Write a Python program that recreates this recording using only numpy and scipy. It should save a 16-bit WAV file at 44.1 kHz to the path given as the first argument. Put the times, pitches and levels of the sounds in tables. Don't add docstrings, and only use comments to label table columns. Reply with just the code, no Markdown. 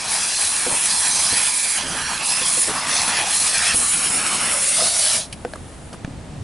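import sys
import numpy as np
from scipy import signal
from scipy.fft import rfft, irfft, next_fast_len
from scipy.io import wavfile
from scipy.ndimage import uniform_filter1d, map_coordinates

SR = 44100
rng = np.random.default_rng(int(sys.argv[2]) if len(sys.argv) > 2 else 0)


def transcribe(signal):
    frames = np.atleast_2d(signal).T
    limited = np.clip(frames, -1, 1)
    pcm = np.round(limited * 32767).astype(np.int16)
    wavfile.write(sys.argv[1], SR, pcm)


N = 283563
TOP_HZ = 11120


def amp(db):
    return 10 ** (np.asarray(db) / 20)


def unit(x):
    return x / np.sqrt(np.mean(x ** 2) + 1e-20)


def curves(rows):
    s, *columns = np.transpose(rows)
    t = np.arange(N) / SR
    return [np.interp(t, s, column) for column in columns]


def wobble(rate):
    points = rng.standard_normal(int(N * rate / SR) + 4)
    return map_coordinates(points, [np.arange(N) * rate / SR])


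def gate(start, end, fade_s):
    t = np.arange(N) / SR
    return np.clip(np.minimum(t - start, end - t) / fade_s, 0, 1)


def add(track, s, sound):
    part = track[max(round(s * SR), 0):][:len(sound)]
    part += sound[:len(part)]


def filtered(x, response):
    m = next_fast_len(x.shape[-1] + 8192)
    spectrum = rfft(x, m) * response(np.fft.rfftfreq(m, 1 / SR))
    return irfft(spectrum, m)[..., :x.shape[-1]]


def colour(points, hz):
    f, db = np.transpose(points)
    return amp(np.interp(np.log(hz + 1), np.log(f + 1), db)) * (hz < TOP_HZ)


def noise(spectrum):
    return unit(filtered(rng.standard_normal(N), lambda hz: colour(spectrum, hz)))


def narrow(pitch_hz, width_hz):
    white = rng.standard_normal((2, len(pitch_hz)))
    flutter = filtered(white, lambda f: 1 / (1 + (f / width_hz) ** 2))
    phase = 2 * np.pi * np.cumsum(pitch_hz) / SR
    return unit(flutter[0] * np.cos(phase) + flutter[1] * np.sin(phase))


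def ears(mid, side, left_db=0):
    return np.array([(mid + side) * amp(left_db / 2), (mid - side) * amp(-left_db / 2)])


def spread(x, side_db):
    z = signal.stft(x, nperseg=256)[2]
    scrambled = z * np.exp(2j * np.pi * rng.random(z.shape))
    diffuse = signal.istft(scrambled, nperseg=256)[1][:N]
    return ears(x, amp(side_db) * np.std(x) * unit(diffuse))


# (time [s], level [dB])
WIND_RUMBLE = [(0, -56), (1.15, -65), (1.75, -61), (1.86, -38.5), (2.35, -53), (3.4, -53), (3.78, -42.5),
               (4.2, -46), (4.8, -52), (5.3, -41), (5.6, -37.5), (5.95, -41), (6.15, -39)]
# (frequency [Hz], relative level [dB])
RUMBLE_COLOUR = [(22, -6), (60, 4), (260, -1), (400, -15), (700, -19), (2000, -63)]
# (frequency [Hz], relative level [dB])
AIR_COLOUR = [(150, -30), (300, -5.5), (640, -2.5), (1100, -9.5), (6600, -21.5), (8600, -19), (11000, -25)]


def outdoors(air_db=-43.5, air_grows=0.14, air_side_db=-7, rumble_side_db=-12,
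             hum_db=-53, hum_hz=88, hum_width_hz=10):
    rumble_db, = curves(WIND_RUMBLE)
    rumble_stereo = ears(noise(RUMBLE_COLOUR), amp(rumble_side_db) * noise(RUMBLE_COLOUR))
    rumble = amp(rumble_db + 1.7 * wobble(13)) * rumble_stereo
    air_level_db = air_db + air_grows * (rumble_db - rumble_db.max())
    air = amp(air_level_db) * ears(noise(AIR_COLOUR), amp(air_side_db) * noise(AIR_COLOUR))
    hum = amp(hum_db) * narrow(np.full(N, hum_hz), hum_width_hz)
    return rumble + air + hum


def froth(spectrum, patchy_db):
    z = signal.stft(rng.standard_normal(N), nperseg=512)[2]
    field = rng.standard_normal(z.shape)
    for _ in range(2):
        field = uniform_filter1d(field, size=3, axis=0)
        field = uniform_filter1d(field, size=8, axis=1)
    patchy = signal.istft(z * amp(patchy_db * unit(field)), nperseg=512)[1][:N]
    return unit(filtered(patchy, lambda hz: colour(spectrum, hz)))


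POP_HZ, POP_DB = 2580, 5


def pops(rate=45, scatter_db=5.0, t60=0.0028):
    out, t = np.zeros(N), np.arange(SR // 100) / SR
    count = int(rate * N / SR)
    times = rng.uniform(0, N / SR, count)
    pitches, sizes = rng.standard_normal((2, count))
    for s, pitch, size in zip(times, pitches, sizes):
        hz = POP_HZ * 2 ** (pitch / 2)
        add(out, s, amp(scatter_db * size - 60 * t / t60) * np.sin(2 * np.pi * hz * t))
    return out


RELEASE_S, SAG_DB_PER_S, SHUT_S, SHUTTING_S = 5.147, 125, 5.29, 0.06


def trigger():
    t = np.arange(N) / SR
    sag = amp(-SAG_DB_PER_S * np.maximum(t - RELEASE_S, 0))
    valve = np.clip((SHUT_S - t) / SHUTTING_S, 0, 1)
    return sag * valve


# (time [s], jet level [dB], splutter level [dB])
TIP_FLOW = [(0.08, -30.5, -31), (0.11, -23, -29.5), (1.08, -21, -30.5), (1.49, -21.5, -25),
            (1.515, -21, -35), (1.755, -22, -31), (1.79, -25.5, -27.5), (1.85, -30, -32.5),
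            (2.22, -30.5, -29.5), (2.27, -21.5, -35), (2.4, -23, -28.5), (2.62, -17, -32), (2.68, -25, -30),
            (2.86, -30, -28), (2.89, -24.5, -26), (3.24, -27, -26.5), (3.38, -18.5, -29.5),
            (3.55, -22, -26.5), (3.735, -23.5, -24), (3.765, -18.5, -31), (4.42, -24.5, -25.5),
            (4.71, -18, -32.5), (4.82, -21, -27), (4.95, -20, -34), (5.14, -20, -28)]
# (time [s], level [dB])
FOAM_FLOW = [(0.07, -33), (0.1, -26), (0.4, -27), (0.8, -30.5), (0.88, -27), (1.3, -23.5), (1.58, -29.5),
             (1.81, -30), (1.84, -34), (2.22, -31.5), (2.3, -26.5), (2.55, -28.5), (2.85, -30),
             (2.97, -22.5), (3.13, -29.5), (3.17, -26), (3.22, -31), (3.27, -26), (3.73, -24.5),
             (3.76, -31), (4.71, -31), (4.8, -23), (4.98, -27), (5.03, -23)]
# (frequency [Hz], relative level [dB])
JET_COLOUR = [(3000, -38), (6500, -12), (9000, -4), (10500, -0.5), (11100, -9.5)]
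FIZZ_COLOUR = [(1200, -47), (2800, -19), (3400, -4.5), (4200, 0.5), (5700, -0.5), (8700, -12.5),
               (11000, -33)]
SPLUTTER_COLOUR = [(700, -20), (1400, -7.5), (1750, 0.5), (2600, 1), (3300, -2), (4200, -16.5),
                   (11000, -23.5)]
GURGLE_COLOUR = [(50, -19), (220, -4), (400, -11.5), (760, -3), (1250, 1), (1700, -9), (4000, -44)]
JET_DB, FIZZ_DB, SPLUTTER_DB = 0.5, 0.5, -0.83
GURGLE_DB, GURGLE_GROWS, GURGLE_YIELDS = -33.5, 1, 0.36


def spray():
    jet_db, splutter_db = curves(TIP_FLOW)
    fizz_db, = curves(FOAM_FLOW)
    gurgle_gain_db = GURGLE_GROWS * (splutter_db - splutter_db.mean())
    gurgle_loss_db = GURGLE_YIELDS * (jet_db - jet_db.mean())
    gurgle_db = GURGLE_DB + gurgle_gain_db - gurgle_loss_db
    buried = 1 / (1 + amp(jet_db - splutter_db))
    surge_db = (0.61 + 1.2 * buried) * (0.64 * wobble(45) + 0.55 * wobble(260))
    jet = amp(JET_DB + jet_db + 2.8 * buried * wobble(55)) * froth(JET_COLOUR, patchy_db=2.5)
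    fizz = amp(FIZZ_DB + fizz_db + 0.72 * wobble(29.8)) * froth(FIZZ_COLOUR, patchy_db=2.1)
    splutter_level = amp(SPLUTTER_DB + splutter_db + 1.14 * wobble(30))
    splutter = splutter_level * froth(SPLUTTER_COLOUR, patchy_db=2.0)
    gurgle = amp(gurgle_db + 1.6 * wobble(25.0)) * froth(GURGLE_COLOUR, patchy_db=2.5)
    bubbles = amp(POP_DB + splutter_db) * pops()
    return trigger() * amp(surge_db) * (jet + fizz + splutter + gurgle + bubbles)


# (time [s], delay [ms])
ARM_DELAY = [(.2, 1.23), (.9, 1.17), (1.2, 1.24), (1.65, 1.23), (2.1, 1.22), (2.9, 1.13), (3.3, 1.193),
             (3.6, 1.15), (4.1, 1.31), (4.65, 1.46), (5.15, 1.25)]
# (time [s], strength [ratio to the direct sound])
ARM_ECHO = [(1, 0.25), (4, 0.19)]
# (time [s], length [s], first delay [ms], last delay [ms])
LEG_STANCES = [(1.797, 0.98, 0.58, 1), (2.695, 1, 1.33, 1.77), (3.697, .93, 0.736, 0.74)]
LEG_STRENGTH, LEG_FADE_S = 0.15, 0.053


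def reflectors():
    paths = [curves(ARM_DELAY) + curves(ARM_ECHO)]
    for s, length, first_ms, last_ms in LEG_STANCES:
        delay_ms, = curves([(s, first_ms), (s + length, last_ms)])
        strength = LEG_STRENGTH / delay_ms * gate(s, s + length, LEG_FADE_S)
        paths.append((delay_ms, strength))
    return paths


def reflected(x, paths):
    total, power = x.copy(), 1
    for delay_ms, strength in paths:
        lag = delay_ms * SR / 1000
        total += strength * map_coordinates(x, [np.arange(N) - lag])
        power = power + strength ** 2
    return total / np.sqrt(power)


# (time [s], length [s], pitch [Hz], level [dB])
SEAM_POCKETS = [(0, 0.24, 880, -40.5), (1.081, .16, 6050, -28.5), (1.2, 0.12, 5100, -31),
                (.7, 1.05, 940, -39.5), (1.441, 0.39, 2355, -34.5), (1.762, .09, 3130, -32.5),
                (1.918, 0.31, 1596, -33.5), (1.967, 0.18, 5700, -37), (2.008, 0.17, 4290, -34.5),
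                (2.167, 0.3, 2667, -32), (2.179, .2, 890, -35), (2.274, 0.12, 5080, -28),
                (2.4, 0.1, 3420, -29), (3.079, .26, 799, -33), (3.498, 0.27, 1757, -28.5),
                (3.854, 0.92, 5320, -35.5), (4.979, 0.2, 2950, -36)]


def pockets(width_hz=170, wander=.02, sputter_db=1.4):
    out = np.zeros(N)
    for s, length, hz, db in SEAM_POCKETS:
        swell = signal.windows.tukey(int(length * SR))
        pitch_hz = hz * (1 + wander * wobble(20)[:len(swell)])
        level = amp(db + sputter_db * wobble(45.7)[:len(swell)])
        add(out, s, level * swell * narrow(pitch_hz, width_hz))
    return out


# (frequency [Hz], relative level [dB])
CHIP_COLOUR = [(300, 1), (1500, 3), (2600, -6.5), (4000, -13), (11000, -27)]


def crackle(t60=0.019):
    t = np.arange(SR // 4) / SR
    chips = filtered(rng.standard_normal(len(t)), lambda hz: colour(CHIP_COLOUR, hz))
    return unit(chips) * amp(-60 * t / t60)


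# (time [s], ring of the board [dB], low thud [dB], bright slap [dB])
FOOTFALLS = [(.665, -17, -36, -25), (0.724, -52, -37, -16), (1.324, -27, -23, -47), (2.413, -25, -42, -46),
             (2.572, -24.5, -35, -39), (2.696, -33, -32, -31), (3.745, -31, -26, -21),
             (4.818, -24, -49, -38), (5.4496, -19.5, -34, -13.5)]
# (middle pitch [Hz], relative level [dB], time to fall 60 dB [s])
DECK_MODES = [(256, -12, 0.1), (363, -10, 0.15), (499, 1.5, 0.075), (700, -6, 0.04), (1590, -9, 0.042)]
# (middle pitch [Hz], relative level [dB], time to fall 60 dB [s])
SLAP_MODES = [(720, 0, 0.0091), (1140, -6.5, 0.011)]
# (middle pitch [Hz], time to fall 60 dB [s])
JOIST_MODES = [(105, 0.035), (175, 0.062), (270, 0.059)]


def steps(onset_s=0.00066, crackle_db=-8):
    out, t = np.zeros(N), np.arange(SR // 4) / SR

    def mode(hz, t60):
        return amp(-60 * t / t60) * np.sin(2 * np.pi * hz * rng.normal(1, 0.024) * t)

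    for s, ring_db, thud_db, slap_db in FOOTFALLS:
        ring = sum(amp(ring_db + level + rng.normal(0, 0.84)) * mode(hz, t60)
                   for hz, level, t60 in DECK_MODES)
        thud = amp(thud_db) * sum(mode(hz, t60) for hz, t60 in JOIST_MODES)
        slap = sum((-1) ** k * amp(slap_db + level) * mode(hz, t60)
                   for k, (hz, level, t60) in enumerate(SLAP_MODES))
        rise_s = onset_s * amp((ring_db - slap_db) / 2)
        rise = 1 - np.exp(-t / rise_s)
        add(out, s, amp(slap_db + crackle_db) * crackle() - rise * (ring + thud) - slap)
    return out


# (time [s], length [s], level [dB])
LOW_BURSTS = [(0.665, 0.098, -28.5), (1.81, 0.2, -34.5), (2.667, 0.058, -27), (3.727, 0.12, -37.5),
              (3.936, 0.73, -37.5), (5.55, 0.019, -37), (5.923, 0.034, -39)]
# (frequency [Hz], relative level [dB])
SCUFF_COLOUR = [(60, -23), (200, 1.5), (1400, -4.5), (3000, -29), (11000, -22)]


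def scuffs():
    level = np.zeros(N)
    for s, length, db in LOW_BURSTS:
        add(level, s, amp(db) * signal.windows.tukey(int(length * SR)))
    fluttering = unit(noise(SCUFF_COLOUR) * amp(3.5 * wobble(220)))
    return level * fluttering


# (time [s], pitch [Hz], level [dB])
CORNER_NOTE = [(4.5, 564, -31.5), (4.76, 593, -43.5), (4.81, 662, -26), (4.97, 660, -38), (5.17, 641, -34)]


def hollow(width_hz=52, fade_s=0.076):
    pitch_hz, level_db = curves(CORNER_NOTE)
    note = amp(level_db) * narrow(pitch_hz, width_hz)
    return note * gate(CORNER_NOTE[0][0], SHUT_S, fade_s) * trigger()


# (time [s], level [dB], time to fall 60 dB [s])
GUN_SPITS = [(5.326, -24.5, 0.054), (5.929, -37.5, 0.095)]
# (frequency [Hz], relative level [dB])
SPIT_COLOUR = [(400, -21), (1900, -2), (2900, 8.5), (3600, -4), (4600, 3.5), (7200, -4.5), (10000, 3)]
SEEP_FROM_S, SEEP_TO_S, SEEP_DB = 5.2, 5.99, -52.5


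def spits(attack=0.00081):
    puffs, t = np.zeros(N), np.arange(SR // 5) / SR
    for s, db, t60 in GUN_SPITS:
        add(puffs, s, amp(db - 60 * t / t60) * (1 - np.exp(-t / attack)))
    seep = amp(SEEP_DB + 1.3 * wobble(21)) * gate(SEEP_FROM_S, SEEP_TO_S, fade_s=0.039)
    return puffs * noise(SPIT_COLOUR) + seep * noise(JET_COLOUR)


# (time [s], level [dB])
GUN_CLACK = (5.536, -26.5)
# (pitch [Hz], relative level [dB], time to fall 60 dB [s])
GUN_MODES = [(620, 2.5, 0.04), (1650, 4, 0.018), (4260, -7, .018), (4850, -7, 0.016)]


def clack(snap_db=-4, snap_t60=0.012):
    out, t = np.zeros(N), np.arange(SR // 8) / SR
    s, db = GUN_CLACK
    ring = sum(amp(level - 60 * t / t60) * np.sin(2 * np.pi * (hz * t + rng.random()))
               for hz, level, t60 in GUN_MODES)
    snap = amp(snap_db - 60 * t / snap_t60) * rng.standard_normal(len(t))
    add(out, s, amp(db) * (ring + snap))
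    return out


# (time [s], thud level [dB], thud pitch [Hz], thud time to fall 60 dB [s], crackle level [dB])
HOSE_FALLS = [(6.047, -13.5, 165, .03, -20.5), (6.077, -21.5, 274, 0.065, -48),
              (6.109, -19.5, 115, 0.048, -50)]


def hose():
    out, t = np.zeros(N), np.arange(SR // 4) / SR
    for s, thud_db, hz, t60, crackle_db in HOSE_FALLS:
        thud = amp(thud_db - 60 * t / t60) * np.sin(2 * np.pi * hz * t)
        add(out, s, amp(crackle_db) * crackle() - thud)
    return out


# (time [s], level [dB])
DECK_BOOM = [(6.13, -38), (6.23, -38), (6.3, -43), (6.37, -32), (6.43, -26.5)]


def boom(pitch_hz=120, width_hz=40, fade_s=0.044):
    level_db, = curves(DECK_BOOM)
    hum = amp(level_db) * narrow(np.full(N, pitch_hz), width_hz)
    return hum * gate(DECK_BOOM[0][0], np.inf, fade_s)


# (time [s], left minus right [dB])
NOZZLE_PAN = [(.5, -0.2), (1.85, -3), (2.9, -.5)]
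WIDENING_DB = -15.5


def scene():
    pan_db, = curves(NOZZLE_PAN)
    central = reflected(spray(), reflectors()) + hollow() + pockets()
    widening = amp(WIDENING_DB) * spray()
    hiss = ears(central, widening, pan_db)
    gun = spread(spits() + clack(), side_db=-14)
    deck = spread(steps() + scuffs() + hose() + boom(), side_db=-20)
    return hiss + gun + deck + outdoors()


def record(dry):
    return filtered(dry, lambda hz: hz < TOP_HZ)


dry = scene()
out = record(dry)
transcribe(out)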